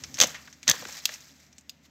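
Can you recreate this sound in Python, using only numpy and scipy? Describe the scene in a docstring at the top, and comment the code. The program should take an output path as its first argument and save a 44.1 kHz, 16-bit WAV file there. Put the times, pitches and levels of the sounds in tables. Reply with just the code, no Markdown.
"""Loppers cutting green bamboo.

Long-handled loppers bite twice through a stem, close by, outdoors. Each bite is a quick run of
splitting fibres over the hollow stem's knock; the blade squeaks in the second, then the tool clacks
and ticks free. Twigs snap and dry leaves rustle as the stem shifts. The grove scatters each crack,
and a faint hum and a soft rumble lie behind."""
import sys
import numpy as np
from scipy import signal
from scipy.fft import rfft, irfft, next_fast_len
from scipy.io import wavfile
from scipy.ndimage import uniform_filter1d, map_coordinates

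SR = 44100
rng = np.random.default_rng(int(sys.argv[2]) if len(sys.argv) > 2 else 0)


def unload_wav(signal):
    """Save mono or channel-first audio to the path in sys.argv[1] as 16-bit WAV at rate SR, clipped to [-1, 1]."""
    wavfile.write(
        sys.argv[1],
        SR,
        np.round(np.clip(np.atleast_2d(signal).T, -1, 1) * 32767).astype(np.int16),
    )


N = 83790
TIME_S = np.arange(N) / SR

# fibre crack spectrum: f/Hz, level/dB
FIBRE_SPECTRUM = [(200, -10), (900, -23.5), (1800, -5), (2500, -4), (3400, -3), (4600, -1.5), (6200, -2.5),
                  (8000, -3), (15000, -8.5)]
# stem wall resonances: f/Hz, width/Hz, gain/dB
WALL_MODES = [(1750, 180, 1.6), (3380, 160, 4), (3800, 370, 5), (4530, 130, 1), (6100, 93, 4),
              (6320, 93, 4.5)]
# hollow stem spectrum: f/Hz, level/dB
STEM_SPECTRUM = [(60, -40.5), (200, 2), (420, -2.5), (540, 10), (700, 4), (820, -2), (1100, 2), (1700, -2),
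                 (3500, 0), (9000, -46.5)]
# fibre bundles splitting: t/s, level/dB, t60/s, tilt/(dB/oct), stem level/dB, splinter f/Hz
FIBRE_SPLITS = [(0.1871, -28, 0.023, 0.5, -37.5, 6350), (0.2017, -8.5, 0.0015, 0, -27.5, 3440),
                (0.2039, -19, 0.0033, -0.5, -44.5, 6300), (0.2123, -9, 0.0065, 1.5, -23, 6400),
                (0.2138, -14.5, 0.024, -1, -38.5, 3170), (0.2187, -14.5, 0.0087, -0.5, -30, 3450),
                (0.224, -18, 0.023, -0.5, -23, 3150), (.2265, -19, 0.016, 10, -26.5, 4000),
                (0.2353, -17, 0.0079, 1.5, -21, 5830), (0.2414, -20.5, 0.0071, 2, -43, 6400),
                (0.6784, -14, 0.016, -2, -31, 5900), (.6875, -21, 0.057, 0, -32.5, 3540),
                (0.6906, -16.5, 0.011, -7, -33.5, 1650), (0.6972, -4, 0.0093, 8.5, -29, 6080),
                (.7070, -26, 0.013, -9.5, -31, 1940), (.7130, -12.5, .005, 0, -38, 4550)]

def splits():
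    """Each bundle cracks through the stem wall, rings its splinter and knocks the hollow stem."""
    out = np.zeros(N)
    wall_db = lambda hz: sum(db / (1 + (2 * (hz - f) / width) ** 2) for f, width, db in WALL_MODES)
    for s, db, t60, tilt, stem_db, splinter_hz in FIBRE_SPLITS:
        splinter_db = lambda hz: 6.5 * bump(hz, splinter_hz, width_oct=0.094) + tilt * treble_oct(hz)
        crack_db = lambda hz: curve(FIBRE_SPECTRUM)(hz) + wall_db(hz) + splinter_db(hz)
        add(out, s, amp(db) * burst(t60, crack_db, rise_s=0.00027, hold_s=0.0015))
        add(out, s, amp(stem_db) * burst(t60=0.049, db_of=curve(STEM_SPECTRUM)))
    return out


# tearing spans: start t/s, end t/s, level/dB
FIBRE_TEARS = [(0.207, 0.241, -29), (0.678, 0.7, -26)]

def tears(rise_s=0.0013, t60_s=0.05):
    """Fibres tear between the splits in a dense crackle."""
    out = np.zeros(N)
    for start, end, db in FIBRE_TEARS:
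        attack = np.clip((TIME_S - start) / rise_s, 0, 1)
        release = amp(-60 * np.maximum(TIME_S - end, 0) / t60_s)
        out += amp(db) * attack * release * coloured(crackle(per_s=1500), curve(FIBRE_SPECTRUM))
    return out


# jolt spectrum: f/Hz, level/dB
JOLT_SPECTRUM = [(25, 26.5), (70, -5), (130, 8.5), (280, -14.5), (500, -38.5), (2000, -57)]
# jolts: t/s, level/dB
ARM_JOLTS = [(.224, -28), (0.698, -25), (0.744, -46.5), (.795, -53.5)]

def jolts():
    """A low jolt runs through the arms as the stem gives way."""
    out = np.zeros(N)
    for s, db in ARM_JOLTS:
        add(out, s, amp(db) * burst(t60=0.06, db_of=curve(JOLT_SPECTRUM)))
    return out


def squeak(start_s=0.6829, end_s=0.72, from_hz=1942, to_hz=1624.5, level_db=-32, octave_db=5.5):
    """The blade wedges through wet fibre: a brief, rough, falling note and its octave."""
    progress = np.clip((TIME_S - start_s) / (end_s - start_s), 0, 1)
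    pitch_hz = (from_hz + (to_hz - from_hz) * progress) * (1 + 0.04 * wobble(900))
    phase = 2 * np.pi * np.cumsum(pitch_hz) / SR
    envelope = np.sqrt(np.abs(np.sin(np.pi * progress)))
    return amp(level_db) * envelope * (np.sin(phase) + amp(octave_db) * np.sin(2 * phase))


# steel impact spectrum: f/Hz, level/dB
STEEL_SPECTRUM = [(200, -39.5), (900, -18.5), (2000, -12), (2550, -3), (3300, -1.5), (4400, 3.5),
                  (5200, -2.5), (6300, -4), (8300, -1), (12000, 1.5), (14500, 0)]
# jaw modes: f/Hz, level/dB re clack, t60/s
JAW_MODES = [(2703, -10.5, 0.022), (3260, -8.5, 0.026), (3900, -11, 0.018), (4100, -35.5, .018),
             (5160, -17, 0.03), (6010, -48, 0.044)]
# pivot link modes: f/Hz, level/dB re click, t60/s
LINK_MODES = [(2734, -9.5, 0.023), (3690, -2, 0.025), (4360, -17, 0.036), (4660, -17, 0.024),
              (4910, -5.5, 0.036), (6730, -11.5, 0.045)]
# jaw clack and link click: t/s, level/dB, t60/s
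JAW_CLACK = (1.0546, -11, 0.017)
LINK_CLICK = (1.6945, -32.5, 0.023)

def jaws():
    """The jaws clack free and the link clicks: a dry crack and a damped steel ring each."""
    out = np.zeros(N)
    for (s, db, t60), modes in ((JAW_CLACK, JAW_MODES), (LINK_CLICK, LINK_MODES)):
        add(out, s, amp(db) * burst(t60, curve(STEEL_SPECTRUM), rise_s=0.00011, hold_s=0.0011))
        add(out, s, amp(db) * steel_ring(modes))
    return out


def steel_ring(modes, rise_s=0.00046):
    """Struck steel rings in dying sines, each slightly random in level."""
    t = np.arange(12000) / SR
    ring = np.zeros_like(t)
    for hz, db, t60 in modes:
        envelope = amp(db + rng.normal(0, 1.6) - 60 * t / t60)
        ring += envelope * np.sin(2 * np.pi * (hz * t + rng.random()))
    return ring * (1 - np.exp(-(t / rise_s) ** 2))


# twig snap spectrum: f/Hz, level/dB
TWIG_SPECTRUM = [(200, -26.5), (900, -19), (2000, -5), (4000, -3.5), (7500, -4), (9500, -4.5), (15000, -18)]
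# snaps: t/s, level/dB, t60/s, tilt/(dB/oct), resonance f/Hz
TWIG_SNAPS = [(0.0374, -32, 0.039, -2.5, 5440), (0.1424, -32.5, 0.036, 3, 5540),
              (0.157, -44.5, 0.066, -5, 6050), (0.172, -29.5, 0.0038, -2, 3180),
              (0.1833, -36, 0.045, -11, 2050), (0.27, -25.5, 0.039, 14.5, 6160),
              (0.2955, -49, 0.012, -4, 3400), (0.527, -47.5, 0.059, -2, 5900),
              (0.63, -39, 0.041, -0.5, 2380), (0.6718, -35, 0.05, -9, 3850),
              (0.885, -40.5, 0.051, 4.5, 7700), (0.925, -40, 0.058, 5.5, 5840),
              (1.1395, -33, 0.032, 6, 5500), (1.2068, -44.5, 0.0091, 6, 6000),
              (1.399, -53.5, 0.035, 14, 7360), (1.465, -56, 0.024, -3.5, 5500),
              (1.5281, -50.5, 0.023, -1.5, 5840), (1.582, -41.5, 0.034, 2, 8000),
              (1.61, -51, 0.02, 8.5, 7700)]

def twigs():
    """Fibres and twigs snap, each with a short resonance of its own."""
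    out = np.zeros(N)
    for s, db, t60, tilt, pitch_hz in TWIG_SNAPS:
        own_db = lambda hz: 7.5 * bump(hz, pitch_hz, width_oct=0.2) + tilt * treble_oct(hz)
        add(out, s, amp(db) * burst(t60, lambda hz: curve(TWIG_SPECTRUM)(hz) + own_db(hz)))
    return out


# stem on stem: t/s, level/dB, f/Hz, t60/s, body level/dB, body f/Hz
STEM_KNOCKS = [(.345, -37, 1940, 0.15, -60, 560), (.4752, -41.5, 1625, 0.035, -67, 554),
               (0.7351, -37, 1040, 0.089, -41.5, 450), (0.8229, -36, 910, 0.032, -42.5, 513),
               (0.8529, -29.5, 1500, 0.012, -40.5, 340), (0.887, -42, 900, 0.038, -50, 460),
               (1.0909, -31.5, 1810, 0.027, -46.5, 590)]

def knocks(body_db_per_oct=-23, knock_db_per_oct=-8):
    """Stems knock together dully, with a hollow note below."""
    out = np.zeros(N)
    for s, db, pitch_hz, t60, body_db, body_hz in STEM_KNOCKS:
        hollow_db = lambda hz: body_db_per_oct * np.abs(np.log2(hz / body_hz))
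        add(out, s, amp(body_db) * burst(t60=0.055, db_of=hollow_db))
        peak_db = lambda hz: 5 * bump(hz, pitch_hz, width_oct=0.15)
        skirt_db = lambda hz: knock_db_per_oct * np.abs(np.log2(hz / pitch_hz))
        add(out, s, amp(db) * burst(t60, lambda hz: peak_db(hz) + skirt_db(hz)))
    return out


# dry leaf spectrum: f/Hz, level/dB
LEAF_SPECTRUM = [(100, -31), (400, -9.5), (600, -0.5), (1000, -4.5), (2000, 4.5), (3000, -2.5), (5000, 2),
                 (6300, -2.5), (8000, 0.5), (15000, 0)]
# rustle envelope: t/s, level/dB
RUSTLE_LEVELS = [(0, -52.5), (0.132, -57), (0.202, -36), (.3, -42.5), (.37, -52.5), (.45, -54.5), (.6, -65),
                 (.67, -53.5), (.73, -41.5), (.8, -42.5), (.84, -45), (0.972, -40), (1.01, -47.5),
                 (1.07, -48), (1.139, -41.5), (1.188, -53), (1.27, -54), (1.34, -59), (1.4, -58.5),
                 (1.5, -67), (1.81, -75), (1.855, -57.5), (1.9, -75)]

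def leaves(hiss_db=0.5, crinkle_db=-8.5):
    """Dry leaves crinkle and brush as the stem shifts."""
    level_db = np.interp(TIME_S, *np.transpose(RUSTLE_LEVELS)) + 1.5 * wobble(65)
    brushing = unit(crackle(per_s=2800) + amp(hiss_db) * rng.standard_normal(N))
    grain = brushing + amp(crinkle_db) * crinkles()
    return coloured(amp(level_db) * grain, curve(LEAF_SPECTRUM))


def crinkles(per_s=380, centre_hz=4530, t60_s=0.014):
    """Separate little buckles of dry leaf, each at its own pitch, rms 1."""
    out, t = np.zeros(N), np.arange(1024) / SR
    for when, strength, colour in rng.random((int(per_s * N / SR), 3)):
        pitch_hz = centre_hz * 2 ** (0.63 * np.tan(2 * colour - 1))  # within an octave either way
        puff = rng.standard_normal(len(t)) * amp(-60 * t / t60_s)
        buckle = coloured(puff, lambda hz: 20 * bump(hz, pitch_hz, width_oct=0.45))
        add(out, when * (N - 1) / SR, strength * buckle)
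    return unit(out)


# grove decay: f/Hz, t60/s
GROVE_DECAY = [(200, 0.18), (1500, 0.72), (3200, 0.36), (6000, 0.21), (14000, 0.24)]

def grove(x, level_db=-18, delay_s=0.0043, blur_hz=129):
    """Surrounding stems scatter the sound into a short, diffuse tail, smeared in pitch."""
    hz, t, noise = signal.stft(rng.standard_normal(SR // 2), SR, nperseg=256)
    decay = amp(-60 * t / curve(GROVE_DECAY)(hz)[:, None])
    tail = signal.istft(noise * decay, SR, nperseg=256)[1]
    delayed = np.pad(x, (round(delay_s * SR), 0))
    echo = signal.fftconvolve(delayed, tail / np.linalg.norm(tail))[:N]
    drift_cycles = np.cumsum(blur_hz * wobble(300)) / SR
    return amp(level_db) * np.real(signal.hilbert(echo) * np.exp(2j * np.pi * drift_cycles))


# rumble spectrum: f/Hz, level/dB
RUMBLE_SPECTRUM = [(30, -16.5), (70, -6.5), (150, -5.5), (260, -7), (400, -20.5), (1500, -29.5)]
# rumble envelope: t/s, level/dB
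RUMBLE_LEVELS = [(0, -51.5), (.28, -47.5), (0.421, -59), (.6, -65.5), (.8, -50.5), (1.0, -64.5), (1.9, -69)]

def rumble():
    """A soft low rumble swells and fades around each bite."""
    level_db = np.interp(TIME_S, *np.transpose(RUMBLE_LEVELS))
    return amp(level_db) * coloured(rng.standard_normal(N), curve(RUMBLE_SPECTRUM))


# hum partials: f/Hz, rms level/dB
HUM_PARTIALS = [(75.4, -67.5), (149, -70), (239.5, -72)]

def hum():
    """A faint low hum, wavering slightly in level and phase."""
    out = np.zeros(N)
    for hz, db in HUM_PARTIALS:
        envelope = np.sqrt(2) * amp(db + 0.8 * wobble(4))
        out += envelope * np.sin(2 * np.pi * hz * TIME_S + 0.2 * wobble(5))
    return out


# outdoor air spectrum: f/Hz, level/dB
AIR_SPECTRUM = [(25, -36.5), (65, -2), (100, -3.5), (160, 4.5), (270, 9), (380, -8.5), (600, -5.5),
                (1200, -14), (2000, -8), (3500, -16.5), (15000, -33.5)]

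def air(level_db=-64.5):
    """Quiet outdoor air: steady, dark noise."""
    return amp(level_db) * coloured(rng.standard_normal(N), curve(AIR_SPECTRUM))


def amp(db):
    """Decibels to gain."""
    return 10 ** (np.asarray(db) / 20)


def unit(x):
    """Scale to rms 1."""
    return x / np.sqrt(np.mean(x ** 2) + 1e-20)


def curve(points):
    """The function of frequency through (f/Hz, value) points on a log axis."""
    f, values = np.transpose(points)
    return lambda hz: np.interp(np.log(hz + 1), np.log(f + 1), values)


def bump(hz, pitch_hz, width_oct):
    """A bell of height 1 around a pitch."""
    return np.exp(-(np.log2(hz / pitch_hz) / width_oct) ** 2)


def treble_oct(hz):
    """Octaves above 1 kHz, zero below."""
    return np.log2(np.maximum(hz, 1000) / 1000)


def wobble(per_s):
    """A smooth curve through random knots."""
    return map_coordinates(rng.standard_normal(int(N * per_s / SR) + 4), [TIME_S * per_s])


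def crackle(per_s):
    """Tiny impulses of random size, rms 1."""
    return unit((rng.random(N) < per_s / SR) * rng.standard_normal(N))


def coloured(x, db_of, keep_power=True):
    """Minimum-phase filter with a gain of db_of(hz), scaled to rms 1 if keep_power."""
    m = 2 * next_fast_len(len(x))
    gain = amp(db_of(np.fft.rfftfreq(m, 1 / SR) + 1))
    cepstrum = irfft(np.log((unit(gain) if keep_power else gain) + 1e-6))
    cepstrum[1:m // 2] *= 2
    cepstrum[m // 2 + 1:] = 0
    return irfft(rfft(x, m) * np.exp(rfft(cepstrum)), m)[:len(x)]


def burst(t60, db_of, rise_s=0, hold_s=0, size=8192):
    """A sharp, dying puff of noise, evened out in frequency and then coloured."""
    t = np.arange(size) / SR
    attack = np.minimum((t + 1 / SR) / (rise_s + 1 / SR), 1)
    envelope = attack * amp(-60 * np.maximum(t - hold_s, 0) / t60)
    puff = rng.standard_normal(size) * envelope
    power = np.abs(uniform_filter1d(np.abs(rfft(puff)) ** 2, size=64)) + 1e-9
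    even = coloured(puff, lambda hz: np.interp(hz, np.fft.rfftfreq(size, 1 / SR), -10 * np.log10(power)))
    return coloured(even * np.linalg.norm(envelope) / np.linalg.norm(even), db_of)


def add(track, s, x):
    """Mix x into the track at s seconds."""
    i = max(round(s * SR), 0)
    track[i:i + len(x)] += x[:N - i]


# stereo width: f/Hz, side level/dB re mid
SIDE_GAIN = [(300, -54.5), (600, -53), (1300, -19.5), (2300, -11.5), (4000, -44.5), (8000, -38.5),
             (14000, -48)]

def scene():
    """Everything is near the centre, with a little width in the midrange."""
    near = splits() + tears() + jolts() + squeak() + jaws() + twigs() + knocks()
    mid = near + grove(near) + leaves() + hum() + air() + rumble()
    side = coloured(mid, curve(SIDE_GAIN), keep_power=False)
    return np.array([mid + side, mid - side])


# microphone response: f/Hz, gain/dB
MIC_RESPONSE = [(20, -32), (55, -3), (1000, 1), (4900, 1), (6400, 7), (7500, 0.5), (8500, -8.5),
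                (9800, -21), (11800, -7.5), (15300, -8.5), (15900, -21.5)]
CEILING, LOW_CUT_HZ, TOP_HZ = 0.9, 45, 15900

def record(dry):
    """A small microphone with a treble peak, rounded overload, a low cut and a band limit."""
    x = np.array([coloured(channel, curve(MIC_RESPONSE), keep_power=False) for channel in dry])
    x = x / (1 + np.abs(x / CEILING) ** 6) ** (1 / 6)
    x = signal.sosfilt(signal.butter(2, LOW_CUT_HZ, "high", fs=SR, output="sos"), x)
    m = next_fast_len(N + SR // 2)
    passband = np.fft.rfftfreq(m, 1 / SR) < TOP_HZ
    return irfft(rfft(x, m) * passband, m)[:, :N]


dry = scene()
out = record(dry)
unload_wav(out)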